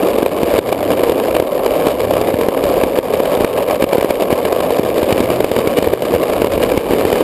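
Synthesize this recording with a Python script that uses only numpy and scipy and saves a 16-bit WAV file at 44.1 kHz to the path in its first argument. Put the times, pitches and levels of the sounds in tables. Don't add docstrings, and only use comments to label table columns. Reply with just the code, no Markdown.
import sys
import numpy as np
from scipy import signal
from scipy.fft import rfft, irfft
from scipy.io import wavfile
from scipy.ndimage import uniform_filter1d

SR = 44100
rng = np.random.default_rng(int(sys.argv[2]) if len(sys.argv) > 2 else 0)


def master_out(mix):
    frames = np.transpose(np.atleast_2d(mix))
    ceiling = np.clip(frames, -1, 1)
    pcm = np.round(ceiling * 32767).astype(np.int16)
    wavfile.write(sys.argv[1], SR, pcm)


N = 318843
TIME = np.arange(N) / SR

# (time [s], wheel rate [turns/s], hum level [dB])
SPEED = [(0, 30.3, -46), (1.2, 32.2, -42), (1.6, 34, -49), (2.1, 34.7, -39.5), (2.6, 35.7, -46),
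         (3.3, 39, -44), (4.0, 39.4, -47), (4.7, 40.4, -42), (6, 41.7, -42), (7.23, 41.4, -42)]
# (time [s], roughness [dB], extra rattle [dB])
ASPHALT = [(0, 3, 1.5), (.33, -2.5, 0.5), (.52, 1.5, 2.5), (.76, -3, 0.5), (.92, 1.5, 2), (1.3, 0.2, 0.5),
           (1.55, -0.1, -2.3), (1.79, 3, 0.7), (1.95, -1.3, .5), (2.52, 0, -1.1), (2.72, 2.5, -1),
           (3.02, -1, -0.5), (3.34, 2.3, -0.4), (4.1, -0.5, -1.1), (4.55, 0.8, -1.1), (5.3, 0.3, 1),
           (6.05, -0.5, 0), (7.23, 1, 2)]
# (time [s], roar centre [Hz], flex [dB], sway [dB])
STANCE = [(0, 525, -20.5, -46), (.8, 545, -23.5, -47), (1.15, 473, -20, -56), (1.68, 552, -29, -37),
          (2.15, 543, -22, -54), (2.8, 546, -24, -35), (3.6, 518, -29.5, -42), (4.8, 522, -24.5, -49),
          (5.25, 530, -20, -35), (5.9, 475, -23, -48), (6.55, 535, -22, -28), (7.23, 453, -19.5, -44)]
# (frequency [Hz], relative level [dB])
ROAR_EQ = [(82, -42), (140, -21.5), (183, -10), (220, -14), (275, -7.5), (356, -11.5), (392, -3),
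           (480, 1.5), (600, 0), (890, -12), (1110, -11), (1400, -25.5), (1820, -55), (3080, -120)]
RATTLE_EQ = [(760, -18), (1300, -2), (1440, -6), (1630, -0.5), (1940, -5), (2330, 1), (2620, -4.5),
             (2960, -1.5), (3320, -7.5), (3720, -6.5), (4090, -11), (4790, -9), (5900, -19.5), (7670, -7),
             (13000, -120)]
SWAY_EQ = [(8, -20), (22, -6), (45, 5), (80, 4), (130, -3), (400, -59)]
FLEX_EQ = [(90, -45.5), (180, -13), (260, -5), (350, -2.5), (430, -6.5), (560, -23.5), (900, -74.5)]
THUD_EQ = [(5, -26), (18, -2), (40, -7.5), (80, 6.5), (160, -3.5), (260, -13), (600, -54)]
# (multiple of the wheel rate, relative level [dB])
HUM_PARTIALS = [(2, -.5), (3, 2.6), (4, -0.5), (5, -0.2)]
# (time [s], knock [dB], thud [dB], rattle [dB])
STONES_AND_CRACKS = [(0.032, -16, -33, -43), (0.186, -8, -28, -23.5), (0.23, -7.5, -28.5, -24.5),
                     (0.263, -7.5, -27, -20), (0.433, -7.5, -23, -24.5), (0.541, -9, -21, -27),
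                     (0.59, -4, -20, -16), (0.727, -11, -43, -22), (0.829, -16, -46, -27.5),
                     (0.905, -12, -41, -27), (1.036, -13, -27, -21.5), (1.098, -13, -23, -26),
                     (1.121, -13, -28, -25), (1.351, -13.5, -26, -21.5), (1.367, -7.5, -34, -20.5),
                     (1.401, -5.5, -20, -19.5), (1.424, -6, -24, -25), (1.663, -6.5, -30, -22),
                     (1.871, -7, -30, -20), (2.051, -13, -30, -31), (2.11, -10.5, -34, -24.5),
                     (2.138, -14, -34, -25), (2.169, -11.5, -36, -26), (2.215, -15, -24, -25.5),
                     (2.288, -11, -33, -42), (2.342, -11.5, -22, -27), (2.413, -8, -30, -24),
                     (2.487, -5.5, -27, -22), (2.64, -13, -27.5, -23), (2.837, -7, -21, -19),
                     (2.964, -17, -35, -28), (2.989, -5, -25, -21), (3.203, -9, -33, -26.5),
                     (3.375, -17, -26, -32), (3.408, -11, -19, -26), (3.448, -2.5, -29, -15.5),
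                     (3.71, -12, -44, -22.5), (3.825, -5, -25.5, -18.5), (3.842, -6.5, -24, -18),
                     (3.932, -6, -30, -21), (3.956, -9, -28, -31), (3.983, -7, -23, -23),
                     (4.011, -12, -24, -20), (4.028, -10.5, -33, -25), (4.047, -6, -33, -24),
                     (4.108, -6, -33, -19.5), (4.223, -12, -38, -24.5), (4.305, -11, -37, -24.5),
                     (4.328, -7.5, -19, -20.5), (4.453, -12, -38, -21.5), (4.528, -13, -45, -26),
                     (4.707, -9.5, -31, -27), (4.796, -5, -20, -26), (4.98, -11.5, -32, -31),
                     (5.03, -11, -23, -45), (5.126, -8.5, -16.5, -17), (5.206, -6, -18.5, -21),
                     (5.303, -12, -33, -27), (5.406, -9, -24, -22), (5.445, -5, -35, -20),
                     (5.517, -7, -22, -20), (5.565, -9, -24, -20), (5.589, -11, -24, -24),
                     (5.675, -9, -20, -20.5), (5.772, -14, -42, -22.5), (5.788, -5.5, -24, -18.5),
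                     (5.827, -9.5, -24, -22.5), (5.875, -9.5, -19, -28), (5.937, -7.5, -23, -20.5),
                     (6.023, -10, -28, -22.5), (6.14, -7.5, -22, -27), (6.163, -16, -29, -33),
                     (6.42, -8, -25, -20.5), (6.446, -5, -27, -22), (6.578, -11, -24, -28),
                     (6.616, -16, -23, -43), (6.72, -15, -25, -26), (6.777, -4.5, -14.5, -15.5),
                     (6.909, -9, -23, -25), (6.936, -7.5, -22, -25), (7.053, -5, -20.5, -20.5),
                     (7.129, -7.5, -19.5, -20.5), (7.209, -7.5, -33, -28)]
# (base frequency [Hz], relative level [dB], time from peak to 1/e [s])
KNOCK_MODES = [(489, -1.5, 0.0015), (289, -12.5, 0.0026), (960, -13, 0.0015)]

CRUISE_TURNS_PER_S = 38
ROAR_DB, RATTLE_DB = -16, -30.5
RATTLE_PER_ROUGHNESS, FLEX_PER_ROUGHNESS = 0.84, 0.45
RATTLE_PER_PACE, GRAVEL_PER_PACE = 0.72, 0.96


def gain_of(db):
    return 10 ** (np.asarray(db) / 20)


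def unit_rms(x):
    return x / np.sqrt(np.mean(x ** 2) + 1e-20)


def automation(rows):
    times, *columns = np.transpose(rows)
    return [np.interp(TIME, times, column) for column in columns]


def add(mix, start_s, sound):
    part = mix[max(round(start_s * SR), 0):][:len(sound)]
    part += sound[:len(part)]


def flutter(slow_hz, fast_hz):
    hz = np.fft.rfftfreq(N, 1 / SR)
    spectrum = rfft(rng.standard_normal(N))
    return unit_rms(irfft(spectrum * hz / np.hypot(hz, slow_hz) / (1 + (hz / fast_hz) ** 4), N))


def steadied(x, span_s):
    power = abs(uniform_filter1d(x ** 2, max(int(span_s * SR), 1)))
    return x / np.sqrt(power + 1e-9)


def body_ring(eq, size=4096):
    eq_hz, eq_db = np.transpose(eq)
    hz = abs(np.fft.fftfreq(size, 1 / SR))
    log_gain = np.log(gain_of(np.interp(np.log(hz + 1), np.log(eq_hz + 1), eq_db)))
    return np.fft.ifft(np.exp(np.conj(signal.hilbert(log_gain)))).real[:size // 2]


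def shaken(force, eq):
    return unit_rms(signal.oaconvolve(force * rng.standard_normal(N), body_ring(eq))[:N])


def resonate(x, hz, width_hz):
    carrier = np.exp(2j * np.pi * np.cumsum(hz) / SR)
    r = np.exp(-np.pi * width_hz / SR)
    return 2 * (carrier * signal.lfilter([(1 - r) ** 2], [1, -2 * r, r * r], x / carrier)).real


def deck_roar(force):
    centre_hz = automation(STANCE)[0]
    waver = 1 + 0.058 * flutter(slow_hz=4.2, fast_hz=17.5)
    main_mode = unit_rms(resonate(force * rng.standard_normal(N), centre_hz * waver, width_hz=134))
    return steadied(shaken(force, ROAR_EQ) + gain_of(-2.15) * main_mode, span_s=0.041)


def housing_rattle(force_db, crackle_db=2.5):
    ticks_db = crackle_db * flutter(slow_hz=150, fast_hz=1170)
    return steadied(shaken(gain_of(force_db + ticks_db), RATTLE_EQ), span_s=0.082)


def rolling(turns, rough_db, extra_rattle_db, pace_db, judder_db=2.5, chatter_db=4.5, oval_db=0.5):
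    judder = np.minimum(flutter(slow_hz=21.8, fast_hz=165), 1.6)
    load_db = oval_db * np.cos(2 * np.pi * 2 * turns)
    roar = deck_roar(gain_of(judder_db * judder + load_db))
    rattle = housing_rattle(chatter_db * judder + load_db)
    patches_db = 1.43 * flutter(slow_hz=11, fast_hz=14.2)
    roar_db = ROAR_DB + rough_db + patches_db
    rattle_db = RATTLE_DB + extra_rattle_db + RATTLE_PER_ROUGHNESS * rough_db + RATTLE_PER_PACE * pace_db
    return gain_of(roar_db) * roar + gain_of(rattle_db + 1.36 * patches_db) * rattle


def heaving(rough_db):
    _, flex_db, sway_db = automation(STANCE)
    force = gain_of(2.1 * flutter(slow_hz=9.5, fast_hz=60))
    surges = gain_of(3.2 * flutter(slow_hz=3, fast_hz=9.4))
    sway = shaken(force * surges, SWAY_EQ)
    flex = steadied(shaken(force, FLEX_EQ), span_s=0.12)
    return gain_of(sway_db) * sway + gain_of(flex_db + FLEX_PER_ROUGHNESS * rough_db) * flex


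def wheel_hum(turns, hum_db, beat_db=5.0):
    hum = np.zeros(N)
    for multiple, db in HUM_PARTIALS:
        beating_db = beat_db * flutter(slow_hz=1.9, fast_hz=4.4)
        phase_drift = flutter(slow_hz=1.8, fast_hz=4.6)
        hum += gain_of(db + beating_db) * np.sin(2 * np.pi * multiple * turns + phase_drift)
    return np.sqrt(2) * gain_of(hum_db) * hum


def hit_at(sound, db):
    return gain_of(db) * sound * np.sqrt(0.01 * SR / np.sum(sound ** 2))


def deck_knock(pitch):
    t = np.arange(-0.006, 0.006, 1 / SR)
    knock = np.zeros(len(t))
    for hz, db, fade_s in KNOCK_MODES:
        detune, phase = rng.uniform(0.96, 1.13), rng.random()
        envelope = gain_of(db) * np.exp(-(t / fade_s) ** 2)
        knock += envelope * np.cos(2 * np.pi * (hz * pitch * detune * t + phase))
    return knock


def housing_jolt(ring, contact_s=0.0066, size=512):
    t = np.arange(size) / SR
    chatter = rng.standard_normal(size) * np.exp(-(t / contact_s) ** 4)
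    return signal.fftconvolve(chatter, ring)


def stone_hits(stones):
    mix = np.zeros(N)
    thud, housing_ring = body_ring(THUD_EQ), body_ring(RATTLE_EQ)
    for time_s, knock_db, thud_db, rattle_db in stones:
        pitch = gain_of(-0.14 * (thud_db + 34))
        add(mix, time_s - 0.0058, hit_at(deck_knock(pitch), knock_db))
        add(mix, time_s - 0.002, hit_at(thud, thud_db))
        add(mix, time_s - 0.0022, hit_at(housing_jolt(housing_ring), rattle_db))
    return mix


def gravel(pace_db, stones_per_s=6, knock_db=-16, thud_db=-34, rattle_db=-28, spread_db=4.5):
    stones = []
    for when, size, depth in rng.random((round(stones_per_s * N / SR), 3)):
        force_db = GRAVEL_PER_PACE * pace_db[int(when * N)] + spread_db * (2 * size - 1)
        weight_db = force_db + 6 * (2 * depth - 1)
        stones.append((when * N / SR, knock_db + force_db, thud_db + weight_db, rattle_db + force_db))
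    return stone_hits(stones)


def scene():
    turns_per_s, hum_db = automation(SPEED)
    rough_db, extra_rattle_db = automation(ASPHALT)
    turns = np.cumsum(turns_per_s) / SR
    pace_db = 20 * np.log10(turns_per_s / CRUISE_TURNS_PER_S)
    bed = rolling(turns, rough_db, extra_rattle_db, pace_db) + heaving(rough_db) + wheel_hum(turns, hum_db)
    return (bed + stone_hits(STONES_AND_CRACKS) + gravel(pace_db))[None]


def limiter(x, threshold_db=-5.0, release_db_per_s=62, strength=1.49, lag_s=0.0011):
    level_db = 10 * np.log10(abs(uniform_filter1d(x ** 2, size=180)) + 1e-12)
    target_db = strength * np.maximum(level_db - threshold_db, 0)
    release_db = TIME * release_db_per_s
    duck_db = np.maximum.accumulate(target_db + release_db) - release_db
    r = np.exp(-1 / (lag_s * SR))
    return x / gain_of(signal.lfilter([(1 - r) ** 2], [1, -2 * r, r * r], duck_db))


def record(dry):
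    hold_hz, cutoff_hz, trim_db = 12000, 15400, -0.22
    limited = limiter(dry[0]) * gain_of(trim_db)
    clipped = np.clip(signal.resample_poly(limited, hold_hz, SR), -1, 1)
    held = signal.resample_poly(np.repeat(clipped, 4), SR, 4 * hold_hz)[:N]
    lowpass = signal.firwin(301, cutoff_hz, window=("kaiser", 8), fs=SR)
    return signal.oaconvolve(held, lowpass, "same")[None]


dry = scene()
out = record(dry)
master_out(out)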